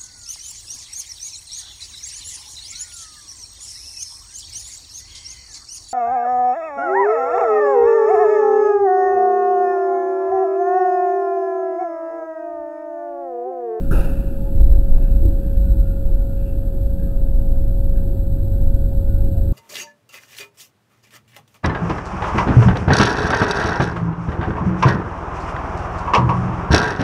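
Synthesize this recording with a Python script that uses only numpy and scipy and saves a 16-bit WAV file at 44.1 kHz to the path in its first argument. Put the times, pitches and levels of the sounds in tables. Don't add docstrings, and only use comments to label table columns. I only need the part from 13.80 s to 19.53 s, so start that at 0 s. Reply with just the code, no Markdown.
import sys
import numpy as np
from scipy import signal
from scipy.fft import rfft, irfft, next_fast_len
from scipy.io import wavfile
from scipy.ndimage import uniform_filter1d, map_coordinates

SR = 44100
rng = np.random.default_rng(int(sys.argv[2]) if len(sys.argv) > 2 else 0)


def wav_out(sig):
    wavfile.write(sys.argv[1], SR, np.round(np.clip(np.atleast_2d(sig).T, -1, 1) * 32767).astype(np.int16))


N = 252693
TIME = np.arange(N) / SR
SPEED = TIME / TIME[-1]

RUSH_SPECTRUM = [(400, -4.5), (600, -4), (750, -3), (880, -0.5), (1000, -4.5), (1300, -16.5)]
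WHIRR_SPECTRUM = [(900, -12), (1200, -1.5), (1500, -3), (1750, -8), (2050, -14), (2700, -7), (3600, -19),
                  (5500, -13.5)]
DULL_RUSTLE_SPECTRUM = [(700, -21.5), (1200, -12), (1600, 17), (2100, -8.5), (2700, -2.5), (5500, -35.5)]
BRIGHT_RUSTLE_SPECTRUM = [(1500, -18), (2300, -6.5), (2700, 1.5), (3500, -24.5), (5500, -37)]
KNOCK_SPECTRUM = [(30, 3), (70, 0), (105, 12.5), (190, 7.5), (260, 3), (450, -1.5), (800, -19), (1300, 10),
                  (1650, 0), (2100, -35), (2700, -18), (4000, -24), (5800, -19)]
PUFF_SPECTRUM = [(120, 8.5), (400, -4.5), (800, 0.5), (1500, 1), (2100, -12), (2650, 2), (3300, -18.5),
                 (4500, -12), (5800, -31)]
HISS_SPECTRUM = [(2200, -14.5), (2650, -12), (3300, 4), (3800, 1), (4600, 2.5), (5800, -4)]
SWAY_SPECTRUM = [(10, -5.5), (16, 4.5), (29, 5.5), (38, 0.5), (44, -10.5)]
SHUDDER_SPECTRUM = [(40, -8), (46, -1), (49, -1), (54, 1), (64, -25.5)]
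BOOM_SPECTRUM = [(58, -11), (68, -3), (80, 5.5), (95, -4.5), (110, -10), (140, -19)]
ROLL_SPECTRUM = [(105, -22), (135, 1.5), (170, 0), (210, -2), (270, -2.5), (350, -5.5), (410, -14.5),
                 (500, -19.5), (700, -23)]
CRACKLE_SPECTRUM = [(400, -0.5), (800, 7), (1080, 9.5), (1500, -13), (2200, -3.5), (3500, -8),
                    (5500, -10.5)]

# (time [s], level [dB])
WHIRR_LEVEL = [(0, -39), (0.7, -44.5), (2.2, -44.5), (2.9, -46.5), (4.5, -47.5), (5.3, -46.5), (5.73, -44)]
# (time [s], level [dB], decay by 60 dB [s], brightness [0-1])
FITTING_RUSTLES = [(0.91, -42, 0.58, 0.22), (1.2, -37, 0.92, 0.58), (1.6, -44, 0.7, 0),
                   (2.56, -37.5, 0.56, 0.7), (2.65, -41, 0.4, 1), (3.185, -36.5, 0.5, 0.2),
                   (3.45, -43, 0.4, 0.5), (4.15, -31, 0.22, 0.42)]
# (middle [s], length [s], frequency [Hz], rms level at the middle [dB])
WHEEL_SQUEAKS = [(0.033, 0.12, 1394, -46), (0.67, 0.13, 835, -40), (1.558, 0.42, 314.8, -39),
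                 (1.88, 0.14, 1470, -48.5), (2.095, 0.34, 1423, -45.5), (2.468, 0.27, 1424, -47),
                 (3.91, 0.082, 660, -44), (4.312, 0.13, 368.4, -38), (4.967, 0.3, 1497, -51),
                 (5.31, 0.18, 1460, -46), (5.585, 0.08, 683, -40)]
# (frequency [Hz], central rms level [dB], waver [dB])
GEAR_TONES = [(121.05, -37, 0.5), (175.14, -40, 3.5), (235.2, -43.5, 1), (466.3, -54.5, 5),
              (546.9, -33.5, 0.63), (665.5, -54.5, 4), (1260, -61, 5.5), (1558, -62, 1)]
# (time [s], frequency [Hz], central rms level [dB])
MOTOR_DRONE = [(0, 97, -46), (1.9, 98, -36.5), (2.3, 98.5, -33.5), (3.3, 98, -33.5), (3.8, 97.3, -29.5),
               (5.73, 98.17, -26.5)]
# (time [s], hold [s], sway level [dB], shudder level [dB])
CAR_LURCHES = [(0.043, 0.15, -10, -17.5), (0.715, 0.22, -7, -11.5), (1.055, 0.11, -3.5, -17),
               (1.246, .2, -12.5, -14), (1.645, 0.38, -33, -13.5), (2.197, 0.14, -11, -30),
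               (2.923, 0.17, -20, -22.5), (3.308, 0.54, -13.5, -26), (3.963, 0.21, -13, -37),
               (4.794, 0.072, -6.5, -22), (5.15, 0.34, -16.5, -28)]
# (time [s], level [dB])
ROLL_LEVEL = [(0, -28.5), (.6, -31.5), (1.3, -31), (2.1, -33), (2.55, -34), (3.2, -33.5), (4.3, -32),
              (5.73, -30)]
# (time [s], strength before the mode's share [dB], hardness [Hz], overload crackle level [dB])
BUMPS = [(0.11, -23, 260, -60), (0.75, -18, 110, -50), (0.805, -11, 85, -14), (0.9, -14, 45, -36),
         (0.952, -15, 45, -28), (1.182, -12, 40, -21), (1.43, -23, 400, -50), (1.453, -20, 450, -33),
         (3.39, -14, 45, -60), (4.845, -21, 60, -60)]
# (frequency [Hz], relative level [dB], decay by 60 dB [s])
BODY_MODES = [(34.8, -21, 0.53), (52.7, 2, 0.53), (80.4, 7, 0.19), (119, -11.5, 0.044), (260.4, -3.5, 0.14),
              (328.5, 4, 0.16), (420, -16, 0.083)]


def from_db(db):
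    return 10 ** (np.asarray(db) / 20)


def rms_one(x):
    return x / np.sqrt(np.mean(x ** 2) + 1e-20)


def in_time(rows):
    s, *columns = np.transpose(rows)
    return [np.interp(TIME, s, c) for c in columns]


def filtered(x, response):
    size = next_fast_len(N + SR // 2)
    lead = (size - N) // 2
    hz = np.arange(size // 2 + 1) * SR / size
    padded = np.pad(x, (lead, size - N - lead), mode="reflect")
    return irfft(rfft(padded) * response(hz), size)[lead:lead + N]


def noise(spectrum):
    hz, db = np.transpose(spectrum)
    hz = np.r_[hz[0] / 2, hz, hz[-1] * 2]
    db = np.r_[db[0] - 20, db, db[-1] - 20]

    def response(f):
        return from_db(np.interp(np.log(f + 1), np.log(hz), db)) * (f < hz[-1])

    return rms_one(filtered(rng.standard_normal(N), response))


def drift(rate_hz):
    return rms_one(filtered(rng.standard_normal(N), lambda f: np.exp(-(f / rate_hz) ** 2)))


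def evened(x, span_s):
    return x / np.sqrt(uniform_filter1d(x ** 2, max(int(span_s * SR), 2)) + 1e-9)


def burst(start, rise, t60):
    age = np.maximum(TIME - start, 0)
    return (1 - np.exp(-age / rise)) * from_db(-60 * age / t60)


def ring(clicks, hz, t60):
    r = np.exp(-np.log(1000) / (t60 * SR))
    w = 2 * np.pi * hz / SR
    return signal.lfilter([0, np.sin(w)], [1, -2 * r * np.cos(w), r * r], clicks + 1e-18)


def with_speed(start_db, rise_db):
    return from_db(start_db + rise_db * SPEED ** 2)


def lurches(attack_s=0.06, t60=0.65):
    sway, shudder = 0, 0
    for s, hold, sway_db, shudder_db in CAR_LURCHES:
        age = np.maximum(TIME - s, 0)
        onset = 1 - np.exp(-age / attack_s)
        shape = onset * np.exp(-np.log(1000) * np.maximum(age - hold, 0) / t60)
        sway = np.hypot(sway, from_db(sway_db) * shape)
        shudder = np.hypot(shudder, from_db(shudder_db) * shape)
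    return sway, shudder


def running_gear(lurch_db=-33.0, flutter_db=1.0):
    swaying, _ = lurches()
    rush_gain = np.hypot(with_speed(-43, rise_db=1.5), from_db(lurch_db) * swaying)
    rush = rush_gain * noise(RUSH_SPECTRUM)
    whirr_db = in_time(WHIRR_LEVEL)[0] + flutter_db * drift(19)
    return rush + from_db(whirr_db) * noise(WHIRR_SPECTRUM)


def fittings(grain_db=1.5):
    dull, bright = noise(DULL_RUSTLE_SPECTRUM), noise(BRIGHT_RUSTLE_SPECTRUM)
    out = 0
    for s, db, t60, brightness in FITTING_RUSTLES:
        rustle = (1 - brightness) * dull + brightness * bright
        out = out + from_db(db) * burst(s, rise=0.016, t60=t60) * rustle
    return out * from_db(grain_db * drift(70))


def squeaks(wander_hz=9.0, glide_hz=7.98, flutter_db=3.0):
    wander = np.cumsum(wander_hz * drift(80) + glide_hz * drift(8)) / SR
    out = 0
    for s, length, hz, db in WHEEL_SQUEAKS:
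        swell = np.exp(-(2 * (TIME - s) / length) ** 2)
        out = out + from_db(db) * swell * np.sin(2 * np.pi * (hz * TIME + wander))
    return np.sqrt(2) * out * from_db(flutter_db * drift(35))


def hum(waver_rate_hz=3.8, drone_waver_db=1.0):
    tones = 0
    for hz, db, waver_db in GEAR_TONES:
        gain = from_db(db + waver_db * drift(waver_rate_hz))
        tones = tones + gain * np.sin(2 * np.pi * (hz * TIME + rng.random()))
    hz, db = in_time(MOTOR_DRONE)
    drone_gain = from_db(db + drone_waver_db * drift(waver_rate_hz))
    drone = drone_gain * np.sin(2 * np.pi * np.cumsum(hz) / SR)
    return np.sqrt(2) * (tones + drone)


def air_switch(knock_db=-11.0, puff_db=-14.5, hiss_db=-20.0, sputter_db=1.0):
    knock_s, puff_s = 0.107, 0.11
    knock_noise = evened(noise(KNOCK_SPECTRUM), span_s=0.0077)
    knock = from_db(knock_db) * burst(knock_s, rise=0.0039, t60=0.36) * knock_noise
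    puff = from_db(puff_db) * burst(puff_s, rise=0.038, t60=1.0) * noise(PUFF_SPECTRUM)
    hiss = from_db(hiss_db) * burst(puff_s, rise=0.059, t60=0.64) * noise(HISS_SPECTRUM)
    return knock + (puff + hiss) * from_db(sputter_db * drift(58))


def rumble(boom_shake_db=-10.5, roll_shake_db=-27):
    swaying, shaking = lurches()
    sway_gain = np.hypot(with_speed(-20, rise_db=3), swaying)
    shudder_gain = np.hypot(with_speed(-24, rise_db=4.5), shaking)
    boom_gain = np.hypot(with_speed(-32.5, rise_db=12), from_db(boom_shake_db) * shaking)
    roll_gain = np.hypot(from_db(in_time(ROLL_LEVEL)[0]), from_db(roll_shake_db) * shaking)
    sway = sway_gain * evened(noise(SWAY_SPECTRUM), span_s=0.087)
    shudder = shudder_gain * evened(noise(SHUDDER_SPECTRUM), span_s=0.11)
    boom = boom_gain * evened(noise(BOOM_SPECTRUM), span_s=0.12)
    roll = roll_gain * evened(noise(ROLL_SPECTRUM), span_s=0.36)
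    return sway + shudder + boom + roll


def jolts(crackle_t60=0.019):
    s, db, hardness_hz, crackle_db = np.transpose(BUMPS)
    crackle_gain = 0
    for at, level in zip(s, crackle_db):
        crackle_gain = crackle_gain + from_db(level) * burst(at, rise=0.00063, t60=crackle_t60)
    out = noise(CRACKLE_SPECTRUM) * crackle_gain
    for hz, mode_db, t60 in BODY_MODES:
        clicks = np.zeros(N)
        clicks[np.round(s * SR).astype(int)] = from_db(db + mode_db) / (1 + (hz / hardness_hz) ** 2)
        out = out + ring(clicks, hz, t60)
    return out


def scene():
    background = running_gear() + fittings() + squeaks() + hum()
    return (background + air_switch() + rumble() + jolts())[None]


def record(dry, leak_db=-27.5):
    first_null_hz, clock_hz, cutoff_hz = 1091, 12000, 15750
    dull = filtered(dry[0], lambda f: np.hypot(np.sinc(f / first_null_hz), from_db(leak_db)))
    rounded = dull / (1 + dull ** 8) ** (1 / 8)
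    hold_starts = np.floor(np.arange(N) * clock_hz / SR) * SR / clock_hz
    held = map_coordinates(rounded, [hold_starts], order=3, mode="nearest")
    from_end = np.minimum(TIME, TIME[-1] - TIME)
    fade = np.sin(np.pi / 2 * np.clip(from_end / 0.006, 0, 1)) ** 2
    low_pass = signal.ellip(12, 0.1, 90, cutoff_hz, fs=SR, output="sos")
    return signal.sosfilt(low_pass, held * fade)[None]


dry = scene()
out = record(dry)
wav_out(out)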